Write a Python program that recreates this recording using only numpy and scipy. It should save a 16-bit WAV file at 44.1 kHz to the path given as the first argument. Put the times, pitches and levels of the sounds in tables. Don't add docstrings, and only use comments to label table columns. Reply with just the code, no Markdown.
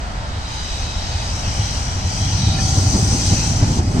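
import sys
import numpy as np
from scipy import signal
from scipy.fft import rfft, irfft
from scipy.io import wavfile
from scipy.ndimage import uniform_filter1d

SR = 44100
rng = np.random.default_rng(int(sys.argv[2]) if len(sys.argv) > 2 else 0)


def bounce(signal):
    frames = np.transpose(np.atleast_2d(signal))
    limited = np.clip(frames, -1, 1)
    pcm = np.round(limited * 32767).astype(np.int16)
    wavfile.write(sys.argv[1], SR, pcm)


N = 176400
T, HZ = np.arange(N) / SR, np.fft.rfftfreq(N, 1 / SR)


def amp(db):
    return 10 ** (np.asarray(db) / 20)


def unit_rms(x):
    return x / np.sqrt(np.mean(x ** 2) + 1e-20)


def across(table, hz, column=1):
    columns = np.transpose(table)
    return np.interp(np.log(hz + 1), np.log(columns[0] + 1), columns[column])


def along(table, column=1):
    columns = np.transpose(table)
    return np.interp(T, columns[0], columns[column])


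def stereo_noise(gain):
    # (frequency [Hz], coherence [0-1])
    coherence = [(200, 0.9), (420, 0.65), (700, 0.37), (950, 0.36), (1400, 0.4), (2000, 0), (2600, 0.85),
                 (4000, 0), (5000, 0.5), (6200, 0.23), (9000, 0.54)]
    # (frequency [Hz], phase [rad])
    lead = [(780, 0.06), (1200, -3), (1650, -3), (2100, -6), (2700, -5), (3600, -9), (3950, -7),
            (5300, -8.5), (6200, -6.5), (9000, -10.5)]
    crossover_hz, bass_coherence = 296, .988
    apart = HZ ** 2 / (HZ ** 2 + crossover_hz ** 2)
    shared = (1 - apart) * bass_coherence + apart * np.clip(across(coherence, HZ), 0, 1)
    left, independent = rfft(rng.standard_normal((2, N)))
    right = shared * left + np.sqrt(1 - shared ** 2) * independent
    right *= np.exp(-1j * apart * across(lead, HZ))
    return unit_rms(irfft(np.array([left, right]) * gain, N))


def shaped_noise(spectrum):
    return stereo_noise(amp(across(spectrum, HZ)))


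def rolling_noise(spectrum, drift_db):
    # (frequency [Hz], width [Hz], gain [dB])
    modes = [(1980, 150, 1.5), (2510, 130, 3), (3030, 140, 3.5), (3300, 65, 7.5), (3960, 260, 5.5),
             (4395, 69, 6.5), (4910, 330, -1), (5730, 180, -1.5), (6150, 310, 2.5), (7420, 220, 2.5)]
    modal_db = sum(db * np.exp(-(2 * (HZ - hz) / width) ** 2) for hz, width, db in modes)
    steady = stereo_noise(amp(across(spectrum, HZ) + modal_db))
    frames = signal.stft(steady, nperseg=1024)[2]
    patches = uniform_filter1d(rng.standard_normal(frames.shape[1:]), size=4, axis=0)
    patches = unit_rms(uniform_filter1d(patches, size=8, axis=1))
    return unit_rms(signal.istft(frames * amp(drift_db * patches))[1][:, :N])


def damped_tone(peak_s, hz, rise_s, decay_s):
    t = T - peak_s
    envelope = np.exp(-np.where(t < 0, -t / rise_s, t / decay_s))
    return envelope * np.sin(2 * np.pi * hz * t)


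def breeze():
    corner_hz, level_db = 32, -39
    pressure = rfft(rng.standard_normal((2, N))) * HZ / (1 + (HZ / corner_hz) ** 4)
    return amp(level_db) * unit_rms(irfft(pressure, N))


def traffic():
    # (frequency [Hz], relative level [dB])
    spectrum = [(20, -10.5), (40, 0.5), (70, 1), (130, -12.5), (250, -19.5), (400, -26.5), (750, -29),
                (1300, -21), (2800, -31), (4800, -32.5), (6500, -37.5), (15000, -43.5)]
    # (time [s], gain [dB])
    screening = [(0, -1), (1.8, -2.5), (2.5, -7.5), (3.7, -2), (3.85, -18), (4, 2.5)]
    unscreened_db = -24
    return amp(unscreened_db + along(screening)) * shaped_noise(spectrum)


def motor():
    # (time [s], frequency [Hz], level [dB])
    whine = [(1.4, 767.5, -72), (2.0, 764, -46), (2.4, 770, -40.5), (2.7, 771.3, -35.5), (2.95, 770, -43.5),
             (3.15, 788, -38.5), (3.5, 801, -39.5), (3.8, 785, -50), (4, 780, -58)]
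    waver_hz, waver_rad, waver_depth = 22, .52, .33
    upper_ratio, upper_db = 1.8, -8
    waver = irfft(rfft(rng.standard_normal((2, N))) * np.exp(-(HZ / waver_hz) ** 2), N)
    phase = 2 * np.pi * np.cumsum(along(whine)) / SR + waver_rad * unit_rms(waver[1])
    tones = np.sin(phase) + amp(upper_db) * np.sin(upper_ratio * phase)
    tremolo = 1 + waver_depth * unit_rms(waver[0])
    return amp(along(whine, column=2)) * unit_rms(tremolo * tones)


def squeak():
    # (time [s], frequency [Hz], peak level [dB], decay [s])
    partials = [(2.558, 2500, -31, .01), (2.592, 1766, -26.5, .009), (2.595, 2490, -29, .01),
                (2.612, 3060, -32, .008)]
    rise_s = .006
    return sum(amp(db) * damped_tone(s, hz, rise_s, decay_s) for s, hz, db, decay_s in partials)


def rails():
    # (start [s], end [s], frequency [Hz], width [Hz], peak level [dB])
    resonances = [(0.147, 1.523, 3885, 350, -36.5), (.36, .95, 4870, 260, -43),
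                  (1.224, 2.153, 5720, 250, -34), (1.997, 2.65, 3150, 350, -41.5),
                  (2.077, 2.62, 5820, 560, -31), (2.385, 2.603, 3890, 340, -29.5),
                  (2.2, 3.1, 4530, 300, -36), (2.543, 3.3, 6030, 200, -33), (3.02, 3.684, 6120, 340, -30),
                  (3.1, 3.7, 5640, 240, -31.5), (3.1, 3.85, 7200, 200, -36), (3.776, 4.1, 4890, 160, -41.5)]
    out = np.zeros((2, N))
    for start, end, hz, width, db in resonances:
        progress = np.clip((T - start) / (end - start), 0, 1)
        swell = abs(np.sin(np.pi * progress)) ** 0.73
        band = 1 / (1 + ((HZ - hz) / (width * 0.39)) ** 2)
        out += amp(db) * swell * stereo_noise(band)
    return out


def thuds():
    # (time [s], peak level [dB], frequency [Hz], decay [s], relative crunch level [dB])
    impacts = [(.372, -19, 83, .012, -26), (.968, -13, 80, .009, -25), (1.155, -12, 78, .012, -25),
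               (1.348, -15, 75, .011, -24), (1.485, -10, 86, .008, -22), (1.512, -16, 85, .008, -24),
               (1.595, -8, 102, .021, -24), (1.773, -12, 75, .009, -23), (1.892, -14.5, 82, .012, -25),
               (1.982, -14.5, 85, .009, -24), (2.056, -11, 84, .018, -25), (2.174, -13.5, 94, .009, -23),
               (2.355, -15, 95, .008, -24), (2.428, -14, 95, .009, -25), (2.474, -8.5, 98, .012, -25),
               (2.487, -14, 165, .007, -20), (2.625, -12, 78, .028, -26), (2.726, -13, 92, .01, -22),
               (2.781, -6.5, 92, .022, -12), (2.868, -14, 100, .012, -22), (2.952, -4.5, 72, .008, -14),
               (2.958, -14, 205, .01, -15), (3.001, -11, 100, .012, -13), (3.034, -12.5, 180, .012, -15),
               (3.113, -7, 92, .011, -22), (3.145, -17, 260, .01, -5), (3.327, -6.5, 97, .018, -16),
               (3.332, -15, 230, .008, -15), (3.503, -10.5, 95, .01, -23), (3.627, -5, 95, .009, -12),
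               (3.712, -10.5, 130, .009, -14), (3.794, -4.5, 82, .009, -13), (3.878, -17, 250, .008, -12),
               (3.968, -14, 260, .012, -7)]
    # (frequency [Hz], relative level [dB])
    slush_spectrum = [(80, 0), (180, 5), (310, -2), (450, -10.5), (650, -12.5), (880, -10.5), (1300, -19.5),
                      (3000, -33.5), (8000, -44)]
    rise_s, crunch_s = .0071, .021
    slush = shaped_noise(slush_spectrum)
    out = np.zeros((2, N))
    for s, db, hz, decay_s, crunch_db in impacts:
        crunch = amp(crunch_db) * np.exp(-((T - s) / crunch_s) ** 2) * slush
        out += amp(db) * (damped_tone(s, hz, rise_s, decay_s) + crunch)
    return out


def wheels():
    # (time [s], level [dB])
    roar_level = [(0, -35.5), (.6, -36.5), (1.4, -33), (2.0, -33.5), (2.8, -32.5), (3.6, -32),
                  (3.85, -33.5), (4, -32.5)]
    hiss_level = [(0, -44), (.35, -42.5), (.52, -33), (.8, -32.5), (1.2, -29.5), (1.45, -31.5),
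                  (1.65, -28.5), (2.0, -33.5), (2.3, -27.5), (2.6, -30), (3.0, -33), (3.35, -27),
                  (3.6, -33), (3.785, -32.5), (3.81, -39), (4, -42)]
    spray_level = [(0, -68), (.36, -48), (.55, -37), (.8, -33.5), (.92, -41), (1.3, -34.5), (1.6, -30),
                   (2.03, -34), (2.07, -30.5), (2.3, -29), (2.56, -30), (2.63, -23), (2.85, -23),
                   (3.3, -21), (3.48, -24), (3.65, -30.5), (3.785, -26.5), (3.81, -38), (4, -32.5)]
    # (frequency [Hz], relative level [dB])
    roar_spectrum = [(300, -21.5), (480, -6.5), (640, -0.5), (880, 0), (1150, -8.5), (1400, -7.5),
                     (2000, -10), (3500, -32)]
    hiss_spectrum = [(700, -15), (1400, -18.5), (2200, -4), (3000, -5), (3550, -6.5), (3900, -5.5),
                     (4300, -6), (4750, -1.5), (5500, -0.5), (7000, -9.5), (10000, -17.5)]
    spray_spectrum = [(2500, -34), (4000, -5.5), (4700, -2), (5300, 2.5), (6200, 5), (6800, -3),
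                      (8000, -1.5), (9200, -5), (12500, -4), (16000, -8.5)]
    flutter_db = 0.6 * unit_rms(uniform_filter1d(rng.standard_normal(N), size=1200))
    roar = amp(along(roar_level)) * rolling_noise(roar_spectrum, drift_db=1.5)
    hiss = amp(along(hiss_level)) * rolling_noise(hiss_spectrum, drift_db=3)
    spray = amp(along(spray_level) + flutter_db) * rolling_noise(spray_spectrum, drift_db=2.5)
    return roar + hiss + spray


def body():
    # (time [s], level [dB])
    rumble_level = [(0, -35.5), (.8, -35.5), (1.4, -27.5), (2.0, -24.5), (2.4, -18), (2.7, -19.5),
                    (3.3, -20), (4, -20.5)]
    boom_level = [(0, -57), (1.0, -44.5), (1.5, -42), (1.9, -40), (2.5, -33.5), (3.0, -26), (3.45, -30.5),
                  (3.7, -24.5), (3.85, -28), (4, -18)]
    # (frequency [Hz], relative level [dB])
    rumble_spectrum = [(15, -29), (30, -11), (52, -1), (75, -2.5), (95, 3), (125, -4), (170, -9),
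                       (260, -20), (400, -44), (900, -61)]
    boom_spectrum = [(60, -26), (120, -7), (170, -2), (240, -3), (320, -7), (420, -14.5), (520, -25.5),
                     (800, -35), (1500, -38)]
    rumble = amp(along(rumble_level)) * shaped_noise(rumble_spectrum)
    boom = amp(along(boom_level)) * shaped_noise(boom_spectrum)
    return rumble + boom


def scene():
    return traffic() + body() + wheels() + rails() + squeak() + motor() + thuds() + breeze()


def record(dry):
    # (frequency [Hz], left relative level [dB], right relative level [dB])
    response = [(1340, 1, 0), (2050, -1.5, -1.5), (3430, 2, 1), (3960, 0, -0.5), (5060, 2.5, 2.5),
                (4970, 2.5, 2), (5800, 4.5, -18.5), (5900, 2, -2), (6630, 3.5, -9), (6840, 1.5, -1.5),
                (7950, -9.5, 3.5), (7900, -19, 1.5), (8540, -12, 2), (9120, -39, -1), (9120, -44, -2.5),
                (9570, -48, -12.5), (10650, -58, -28.5), (11550, -35, -18), (15600, -26, -17.5)]
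    cutoff_hz = 15800
    hz = np.fft.rfftfreq(2 * N, 1 / SR)
    colour = amp([across(response, hz, column=1), across(response, hz, column=2)])
    colour = colour / colour[:, :1]
    heard = irfft(rfft(dry, 2 * N) * colour)[:, :N]
    low_pass = signal.firwin(511, cutoff_hz, window=("kaiser", 9), fs=SR)
    return signal.oaconvolve(heard, low_pass[None], "same")


dry = scene()
out = record(dry)
bounce(out)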